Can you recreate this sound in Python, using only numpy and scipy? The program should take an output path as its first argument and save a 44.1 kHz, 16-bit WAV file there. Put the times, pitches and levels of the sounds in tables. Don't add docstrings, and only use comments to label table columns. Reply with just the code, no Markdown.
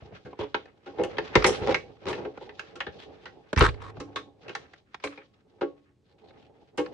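import sys
import numpy as np
from scipy import signal
from scipy.fft import rfft, irfft, next_fast_len
from scipy.io import wavfile

SR = 44100
rng = np.random.default_rng(int(sys.argv[2]) if len(sys.argv) > 2 else 0)


def unload_wav(signal):
    wavfile.write(
        sys.argv[1],
        SR,
        np.round(np.clip(np.atleast_2d(signal).T, -1, 1) * 32767).astype(np.int16),
    )


N = 305749

# start_s, level_db, hardness_db, lower_hz, upper_hz, t60_s, tilt_db_per_octave
KNOCKS = [(0.249, -47, -6.5, 747, 1537, 0.088, 2.5), (0.393, -40, -2.5, 919, 3340, 0.13, -12),
          (0.543, -29, 4.5, 900, 1500, 0.05, -15), (0.858, -45, -4.5, 770, 1470, .08, -0.5),
          (.982, -33.5, -14.5, 787, 900, 0.06, 0), (1.035, -42, 7.5, 790, 2960, 0.083, 11),
          (1.182, -29, 0, 900, 1646, 0.046, -11), (1.353, -16.5, 0, 924, 2054, 0.059, -1.5),
          (1.442, -19.5, 3, 893, 2078, 0.089, 2), (1.68, -28.5, -12, 800, 886, 0.048, -2),
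          (1.743, -28.5, 9, 1897, 2277, .065, 1), (2.128, -38.5, 1.5, 1810, 2706, 0.075, 2.5),
          (2.248, -38, -9.5, 800, 900, 0.042, -9), (2.491, -48.5, 1.5, 906, 1930, 0.063, -11),
          (2.593, -45, 15, 1625, 2700, 0.049, 5), (2.754, -47.5, -0.5, 1390, 2950, 0.048, 11),
          (2.803, -41.5, 19, 1900, 3000, .065, -2), (2.865, -38.5, 0, 805, 1687, 0.1, -18),
          (3.255, -47.5, 9.5, 1500, 1890, 0.11, -4), (3.561, -39, 7.5, 1500, 1870, 0.036, 1.5),
          (3.606, -18, -1, 990, 1320, 0.035, -5.5), (3.999, -41, -3, 1156, 1300, 0.046, 11.5),
          (4.158, -36, 7, 1123, 3635, 0.12, 8.5), (4.492, -44.5, 0.5, 1480, 2785, 0.05, 0),
          (4.55, -44.5, 19.5, 900, 1804, 0.052, 4), (5.037, -33.5, 0.5, 1047, 2300, 0.1, 2),
          (5.174, -49, 1, 855, 2300, 0.06, -10), (5.609, -30, -8.5, 900, 1423, .06, -6),
          (6.775, -29, -7.5, 900, 2900, 0.065, 13)]
# frequency_hz, density_db
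CONTACT_SPECTRUM = [(25, -30), (55, -0.5), (120, 4), (220, -4), (330, -0.5), (520, -3), (700, -3.5),
                    (1200, 2.5), (2400, -2), (4000, -7), (6000, -16), (9000, -37), (12000, -65.5)]
# low_hz, high_hz
BANDS = [(35, 200), (200, 700), (700, 2800), (2800, 11000)]
# side_db, room_db, room_t60_s
BAND_SPACE = [(-12, -12, 1), (-10, -9.5, 0.3), (-5, -7.5, 0.14), (-0.5, -9, 0.26)]
# time_s, centre_hz
GRIP = [(0, 407), (3.3, 439), (4.0, 291), (5.05, 512), (5.6, 375), (6.8, 330)]


def undb(db):
    return 10 ** (np.asarray(db) / 20)


def unit(x):
    return x / np.sqrt(np.mean(x ** 2))


def clock(seconds):
    return np.arange(int(seconds * SR)) / SR


def fade(t, t60):
    return np.exp(-np.log(1000) * t / t60)


def onset(t, rise_s):
    return 1 - np.exp(-t / rise_s)


def peak(hz, centre_hz, octaves):
    return np.exp(-(np.log2(hz / centre_hz) / octaves) ** 2)


def add(out, start_s, x):
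    i = max(int(start_s * SR), 0)
    out[:, i:i + x.shape[1]] += x[:, :N - i]


def band(x, edges_hz, order=3):
    return signal.sosfilt(signal.butter(order, edges_hz, "band", fs=SR, output="sos"), x)


def spectrum_db(points, at_hz):
    hz, db = np.transpose(points)
    return np.interp(np.log(at_hz), np.log(hz), db)


def noise(points, size):
    n = next_fast_len(size)
    hz = np.maximum(np.fft.rfftfreq(n, 1 / SR), 1)
    shaped = rfft(rng.standard_normal(n)) * undb(spectrum_db(points, hz))
    return unit(irfft(shaped, n)[:size])


def ring(modes, t, detune=0.0065):
    chance = rng.standard_normal((len(modes), 2))
    return sum(undb(db) * fade(t, t60) * np.sin(2 * np.pi * (hz * (1 + detune * shift) * t + phase))
               for (hz, db, t60), (shift, phase) in zip(modes, chance))


def stereo(mid, side, side_db):
    width = undb(side_db)
    return np.array([mid + width * side, mid - width * side]) / np.sqrt(1 + width ** 2)


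def focus(hz, centre_hz, hollow_hz):
    return 6.0 * peak(hz, centre_hz, octaves=0.26) + 6.5 * peak(hz, hollow_hz, octaves=0.18)


def rattle(centre_hz, hollow_hz, size):
    hz = np.geomspace(25, SR / 2, 160)
    return noise(np.c_[hz, spectrum_db(CONTACT_SPECTRUM, hz) + focus(hz, centre_hz, hollow_hz)], size)


def frame_and_room_ring(centre_hz, hollow_hz, t60, t):
    # frequency_hz, level_db, t60_ratio
    resonances = [(174, -13.5, 1.6), (291, -7.5, 2.1), (342.8, -7, 1.8), (374.3, -7.5, 1.3),
                  (418.3, -1.5, 1.7), (501, -2.5, 1.8), (551, -6, 1.6), (620.6, -9, 1.1), (818, -5, 1.3),
                  (924, 0, .9), (992, -7, .9), (1095, -10.5, 2.4), (1240, -8, .9), (1380, -2.5, 1.1),
                  (1625, -8.5, 1.4), (1810, -10.5, 1.0), (2177, -5.5, 1.1), (2660, -9, 1.1),
                  (2876, -10.5, 1.3), (3890, -13, 1.1)]
    damped_t60 = min(t60, .075)
    modes = [(hz, db + focus(hz, centre_hz, hollow_hz), damped_t60 * ratio)
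             for hz, db, ratio in resonances]
    return ring(modes, t, detune=.016)


def hollow(hollow_hz, t60, t):
    cluster = [(.89, -7), (.95, -2), (1, 1), (1.05, -2), (1.12, -7)]  # frequency_ratio, level_db
    cluster_t60 = t60 * min(2300 / hollow_hz, 1)
    return ring([(hollow_hz * ratio, db, cluster_t60) for ratio, db in cluster], t)


def friction(slips, centre_hz, hollow_hz, slip_t60, ring_t60):
    t, size = clock(.2), len(slips)
    swell = onset(t, .0015)
    envelope = signal.fftconvolve(np.abs(slips), swell * fade(t, slip_t60))[:size]
    bursts = rattle(centre_hz, hollow_hz, size) * envelope
    modes = frame_and_room_ring(centre_hz, hollow_hz, ring_t60, t)
    modes += undb(1) * hollow(hollow_hz, ring_t60 / 2, t)
    hum = signal.fftconvolve(slips, swell * modes)[:size]
    return unit(unit(bursts) + unit(hum))


def crackle(rate_hz, spread_db, t60):
    t = clock(.05)
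    sizes = undb(spread_db * np.minimum(rng.exponential(size=N), 4))
    grains = (rng.random(N) < rate_hz / SR) * sizes
    return signal.fftconvolve(grains, fade(t, t60) * onset(t, .002))[:N]


def contact_levels(db, hardness_db, share_db, cushioning=0.68):
    hardening = [-0.11, -0.48, 0.52, 0.53]
    cushion_db = np.array([0, 0, 0, cushioning * min(hardness_db, 0)])
    return db + np.array(share_db) + hardness_db * np.array(hardening) + cushion_db


def voice(pair, levels_db, window_s):
    out = 0
    for edges, db, (side_db, _, _) in zip(BANDS, levels_db, BAND_SPACE):
        part = band(pair, edges)
        rms = np.sqrt(np.mean(part[:, :int(window_s * SR)] ** 2, axis=1, keepdims=True))
        out = out + undb(db) * stereo(*(part / rms), side_db)
    return out


def still_air():
    # frequency_hz, density_db
    spectrum = [(25, -9.5), (100, 1), (400, -8), (1000, -28.5), (4000, -33), (8000, -39), (13000, -55.5)]
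    return undb(-67.5) * stereo(noise(spectrum, N), noise(spectrum, N), side_db=-10.5)


def cloth_motion(t, shake_swish_db=-19, shake_crinkle_db=-25.5, settle_t60=0.3):
    # time_s, swish_db, crinkle_db
    pulls = [(0, -54, -65), (0.801, -64, -66), (1.04, -41, -52), (1.27, -43.5, -53.5), (1.449, -32.5, -37),
             (1.72, -38.5, -54.5), (1.99, -59.5, -66.5), (2.085, -35.5, -44), (2.34, -49.5, -62.5),
             (3.071, -49, -61), (3.501, -57, -64), (3.78, -48.5, -60), (4.07, -47, -62), (4.36, -61, -80.5),
             (4.461, -47.5, -55), (4.61, -52.5, -56), (4.92, -75.5, -72.5), (5.13, -56.5, -53.5),
             (5.301, -70.5, -74), (5.67, -60, -77), (5.98, -80, -84.5), (6.27, -53.5, -74.5),
             (6.72, -62.5, -72.5), (6.93, -45, -55.5)]
    times, swish_db, crinkle_db = np.transpose(pulls)
    shake_power, after = np.zeros((1, N)), clock(.6)
    for start, db, *_ in KNOCKS:
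        shake = undb(db) * onset(after, 0.022) * fade(after, settle_t60)
        add(shake_power, start, shake[None] ** 2)
    return [10 * np.log10(undb(np.interp(t, times, pull_db)) ** 2 + undb(shake_db) ** 2 * shake_power[0])
            for pull_db, shake_db in [(swish_db, shake_swish_db), (crinkle_db, shake_crinkle_db)]]


def flutter(t, depth_db=4.0, rate_hz=32.0):
    steps = np.arange(0, t[-1] + 1, 1 / rate_hz)
    return depth_db * np.interp(t, steps, rng.standard_normal(len(steps)))


def swishing(t, slip_rate_hz=2200, grip_db=6.0):
    resonances = [304, 395, 540]
    sizes = undb(0.5 * np.minimum(rng.exponential(size=N), 5))
    slips = (rng.random(N) < slip_rate_hz / SR) * sizes * rng.choice([-1, 1], N)
    grip_hz, out = np.interp(t, *np.transpose(GRIP)), 0
    for hz in resonances:
        pair = np.array([friction(slips, hz, hollow_hz=800.0, slip_t60=0.0073, ring_t60=0.024)
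                         for _ in range(2)])
        out = out + pair * undb(grip_db * peak(hz, grip_hz, octaves=0.36) + flutter(t))
    return unit(band(out, BANDS[1]) + undb(1) * band(out, BANDS[0]))


def cloth():
    t = np.arange(N) / SR
    swish_db, crinkle_db = cloth_motion(t)
    swish = swishing(t)
    grains = crackle(rate_hz=1500.0, spread_db=1.8, t60=.022)
    fibres = grains * np.array([noise(CONTACT_SPECTRUM, N) for _ in range(2)])
    crinkle = unit(band(fibres, (900, 7100), order=2))
    crinkle = unit(sum(band(crinkle, edges) * undb(flutter(t)) for edges in BANDS[2:]))
    return (stereo(*swish, side_db=-7.0) * undb(swish_db + flutter(t) / 2)
            + stereo(*crinkle, side_db=0.5) * undb(crinkle_db - 0.5 + flutter(t)))


def taps(t60=0.03, rise_s=0.002, gain_db=-1.5):
    # start_s, relative_level_db, hardness_db, hollow_hz
    touches = [(0.02, -53, -11.5, 700), (0.123, -52, -13, 725), (0.329, -45, -12.5, 1020),
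               (0.655, -52, -1, 1620), (1.169, -41.5, -1, 3400), (1.422, -37.5, 13, 5240),
               (2.374, -39.5, -8, 1390), (3.529, -25, -4.5, 1530), (3.574, -33.5, 15, 5600),
               (3.687, -40.5, 11, 4200), (3.693, -49, 12, 4400), (3.742, -55, 10, 4460),
               (3.968, -44, -8.5, 1240), (4.734, -50, 5, 1800), (4.943, -41, 9, 900),
               (4.999, -64.5, 18, 5000), (5.072, -47.5, 16.5, 3900), (6.306, -64, 10, 3900),
               (6.86, -47, 8, 4600)]
    # thud_db, body_db, crack_db, tick_db
    share_db = [-16, -1, 0.76, -8.5]
    out, t = np.zeros((2, N)), clock(.1)
    for start, db, hardness_db, hollow_hz in touches:
        pair = np.array([rattle(hollow_hz, hollow_hz, len(t)) for _ in range(2)])
        pair *= fade(t, t60) * onset(t, rise_s)
        add(out, start, voice(pair, contact_levels(db, hardness_db, share_db), window_s=.01))
    return undb(gain_db) * out


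def nudges(t60=0.14, rise_s=.0015):
    # start_s, level_db
    jogs = [(0.02, -47), (0.124, -48), (0.249, -48.5), (0.397, -40.5), (1.352, -28), (1.613, -36),
            (2.87, -47), (3.567, -22), (3.971, -44.5)]
    out, t = np.zeros((2, N)), clock(.3)
    for start, db in jogs:
        pair = np.array([band(noise(CONTACT_SPECTRUM, len(t)), BANDS[0]) for _ in range(2)])
        pair *= fade(t, t60) * onset(t, rise_s)
        pair /= np.std(pair[:, t < .03], axis=1, keepdims=True)
        add(out, start, undb(db) * stereo(*pair, side_db=-8.0))
    return out


def chatter(x, gap_s=.005, restitution=.55):
    delays = np.cumsum(gap_s * np.exp(.4 * rng.standard_normal(3)))
    soft = band(x, BANDS[1])
    return x + sum(restitution ** bounce * np.pad(soft, (int(delay * SR), 0))[:len(x)]
                   for bounce, delay in enumerate(delays, 1))


def blow(centre_hz, lower_hz, upper_hz, t60, rise_s):
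    t = clock(.6)
    burst = rattle(centre_hz, upper_hz, len(t)) * (fade(t, t60) + undb(5.5) * fade(t, 0.018))
    clack = sum(undb(db) * min(hz / 1400, 1) * hollow(hz, t60, t)
                for hz, db in [(lower_hz, -1.0), (upper_hz, -1.5)])
    body = undb(-5) * chatter(frame_and_room_ring(centre_hz, lower_hz, t60, t))
    return (burst + clack + body) * onset(t, rise_s)


def disperse(x, delay_at_1khz_s=.001):
    hz = np.fft.rfftfreq(x.shape[-1], 1 / SR)
    phase = 4 * np.pi * delay_at_1khz_s * np.sqrt(1000 * hz)
    return irfft(rfft(x) * np.exp(-1j * phase), x.shape[-1])


def tilt_treble(x, db_per_octave, corner_hz=3500.0):
    hz = np.fft.rfftfreq(x.shape[-1], 1 / SR)
    octaves = np.log2(np.maximum(hz / corner_hz, 1))
    return irfft(rfft(x) * undb(db_per_octave * np.minimum(octaves, 1.5)), x.shape[-1])


def knocks():
    # thud_db, body_db, crack_db, tick_db
    share_db = [-20, 0, -0.74, -8]
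    out = np.zeros((2, N))
    for start, db, hardness_db, lower_hz, upper_hz, t60, tilt in KNOCKS:
        centre_hz = np.interp(start, *np.transpose(GRIP))
        rise_s = 0.0014 + 0.1 * max(-hardness_db, 0)
        pair = np.array([blow(centre_hz, lower_hz, upper_hz, t60, rise_s) for _ in range(2)])
        knock = voice(disperse(pair), contact_levels(db, hardness_db, share_db), window_s=.03)
        add(out, start, tilt_treble(knock, tilt))
    return out


def scrapes(slip_rate_hz=310.0, unevenness=.5, scatter_db=3.0, centre_hz=388.0, easing=0.67):
    # start_s, length_s, level_db, hardness_db, hollow_hz, extra_hiss_db
    drags = [(0.389, 0.056, -38, -9.5, 1018, 5), (0.995, 0.062, -36.5, -14.5, 800, 0.5),
             (1.461, 0.037, -27.5, -6.5, 1000, 7.5), (1.61, 0.087, -39.5, -10.5, 885, -1.5),
             (1.664, 0.065, -29, -6.5, 828, 3.5), (2.055, 0.06, -33.5, -3, 1110, 1),
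             (2.141, 0.13, -45, -14, 875, 2), (2.408, 0.034, -48.5, -12, 890, 2),
             (4.481, 0.055, -47, -2, 2640, 4.5)]
    # thud_db, body_db, crack_db, tick_db
    share_db = [-11.5, 0.2, -1.1, -7]
    out = np.zeros((2, N))
    for start, length, db, hardness_db, hollow_hz, hiss_db in drags:
        gap_chance, size_chance = rng.standard_normal((80, 2)).T
        times = np.cumsum(np.exp(unevenness * gap_chance)) / slip_rate_hz
        times -= times[0]
        sizes = undb(scatter_db * size_chance) * np.exp(-easing * times / length)
        inside = times < length
        slips = np.zeros(len(clock(length + .15)))
        slips[(times[inside] * SR).astype(int)] = sizes[inside]
        pair = np.array([friction(slips, centre_hz, hollow_hz, slip_t60=0.014, ring_t60=0.067)
                         for _ in range(2)])
        levels_db = contact_levels(db, hardness_db, share_db) + [0, 0, 0, hiss_db]
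        add(out, start, voice(pair, levels_db, window_s=length))
    return out


def snaps(t60=0.013):
    # start_s, level_db
    releases = [(1.036, -43), (1.049, -45), (1.442, -35.5), (1.462, -33.5), (3.53, -41.5), (3.593, -26.5),
                (6.775, -43)]
    # frequency_hz, density_db
    spectrum = [(1500, -25), (7000, 0), (10500, -9), (14000, -42)]
    out, t = np.zeros((2, N)), clock(.06)
    for start, db in releases:
        burst = stereo(noise(spectrum, len(t)), noise(spectrum, len(t)), side_db=2)
        add(out, start, undb(db) * fade(t, t60) * burst)
    return out


def struck_modes(strikes, modes, length_s, rise_s, side_db):
    out, t = np.zeros((2, N)), clock(length_s)
    for start, db in strikes:
        add(out, start, undb(db) * onset(t, rise_s) * stereo(ring(modes, t), ring(modes, t), side_db))
    return out


def microphone_bumps():
    # start_s, level_db
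    bumps = [(1.366, -20.5), (3.57, -25), (3.613, -11.5), (3.684, -21)]
    # frequency_hz, level_db, t60_s
    low_tones = [(52, -4, 0.36), (73, 4, 0.094), (102.5, -18.5, 1.1), (124, -6.5, 0.15)]
    return struck_modes(bumps, low_tones, length_s=1, rise_s=0.0014, side_db=-9.0)


def clinks(jangle_db=-6.5, jangle_t60=0.13, rise_s=.0025):
    # start_s, level_db, pitch_ratio
    touches = [(1.463, -21.5, 1.005), (2.084, -41, 0.76), (5.038, -39, 0.76), (6.776, -42, 0.65)]
    # frequency_hz, level_db, t60_s
    tube_modes = [(5250, -9, .16), (5475, -2, .18), (5701, -4, .17), (6320, -6, .13), (6520, -3, .09),
                  (7590, -3, .12), (8480, -7, .1), (9566, -9, .11), (10300, -12, .11)]
    # frequency_hz, density_db
    jangle_spectrum = [(2000, -43), (4500, -11), (5500, 2), (7700, 0), (9500, -4), (10800, -9),
                       (11800, -45)]
    out, t = np.zeros((2, N)), clock(.4)
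    for start, db, pitch_ratio in touches:
        modes = [(hz * pitch_ratio, mode_db, t60) for hz, mode_db, t60 in tube_modes]
        pair = []
        for _ in range(2):
            tubes = np.mean([ring(modes, t, detune=.014) for _ in range(3)], axis=0)
            jangle = undb(jangle_db) * noise(jangle_spectrum, len(t)) * fade(t, jangle_t60)
            pair.append(tubes + jangle)
        add(out, start, undb(db) * onset(t, rise_s) * stereo(*pair, side_db=2.5))
    return out


def rubbing(strokes, spectrum, rise_s, release_s, side_db, peak_db):
    out = np.zeros((2, N))
    grains = crackle(rate_hz=900.0, spread_db=2.5, t60=.012)
    hz = np.geomspace(25, SR / 2, 160)
    for start, length, db, resonance_hz in strokes:
        t, i = clock(length + release_s), int(start * SR)
        shape_db = spectrum_db(spectrum, hz) + peak_db * peak(hz, resonance_hz, octaves=0.31)
        pair = [noise(np.c_[hz, shape_db], len(t)) * unit(grains[i:i + len(t)]) for _ in range(2)]
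        pressure = onset(t, rise_s) * fade(np.maximum(t - length, 0), release_s)
        add(out, start, undb(db) * pressure * stereo(*pair, side_db))
    return out


def fabric_rubs():
    # start_s, length_s, level_db, resonance_hz
    strokes = [(2.402, 0.041, -56.5, 3500), (2.675, 0.038, -63, 1200), (2.985, 0.054, -50.5, 3300),
               (3.2, 0.047, -61.5, 2800), (6.05, 0.077, -73, 4100), (6.178, .02, -64, 2700),
               (6.24, .06, -64.5, 4100), (6.37, 0.1, -67, 2883)]
    # frequency_hz, density_db
    spectrum = [(200, -8), (1500, -0.5), (4200, -4), (8000, -26.5), (11000, -43)]
    return rubbing(strokes, spectrum, rise_s=.006, release_s=.06, side_db=-1.5, peak_db=6.5)


def phone_grazes():
    # start_s, length_s, level_db, resonance_hz
    strokes = [(3.574, 0.041, -26, 2370), (3.62, 0.046, -19, 1330), (3.668, .02, -30.5, 1160),
               (3.803, 0.099, -45.5, 1110)]
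    # frequency_hz, density_db
    spectrum = [(60, -12.5), (430, -4), (650, -11), (950, 3), (1900, -0.5), (3000, -11.5), (3700, -7.5),
                (5000, -17.5), (9000, -27), (11500, -62)]
    return rubbing(strokes, spectrum, rise_s=0.0035, release_s=.04, side_db=-4.0, peak_db=8.0)


def free_rings():
    # start_s, level_db
    strikes = [(4.012, -37.5), (4.16, -44), (5.04, -36.5), (5.615, -37.5), (6.781, -38)]
    # frequency_hz, level_db, t60_s
    pole_modes = [(286, -2, .45), (312, -4, .3), (1095, -27, .75)]
    return struck_modes(strikes, pole_modes, length_s=.8, rise_s=0.002, side_db=-16.5)


def room(x, first_wall_s=0.0029):
    t, tail = clock(.8), 0
    build_up = 1 - np.exp(-(t / first_wall_s) ** 2)
    for edges, (side_db, db, t60) in zip(BANDS, BAND_SPACE):
        echoes = band(rng.standard_normal((2, len(t))), edges) * fade(t, t60) * build_up
        bandwidth_share = (edges[1] - edges[0]) / (SR / 2)
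        tail = tail + undb(db) * stereo(*unit(echoes), side_db / 2) * np.sqrt(bandwidth_share / len(t))
    return signal.fftconvolve(x, tail, axes=1)[:, :N]


def scene():
    rubs, grazes = fabric_rubs(), phone_grazes()
    frame = knocks() + free_rings() + nudges() + scrapes() + cloth() + rubs + clinks()
    near = taps() + snaps() + grazes
    return still_air() + frame + near + microphone_bumps() + room(frame + undb(-8.5) * near)


def record(dry, rumble_hz=43.0, ceiling=.88, top_hz=15800):
    dry = signal.sosfilt(signal.butter(3, rumble_hz, "high", fs=SR, output="sos"), dry)
    rounded = dry / (1 + (dry / ceiling) ** 6) ** (1 / 6)
    return signal.sosfilt(signal.ellip(8, .2, 60, top_hz, fs=SR, output="sos"), rounded)


dry = scene()
out = record(dry)
unload_wav(out)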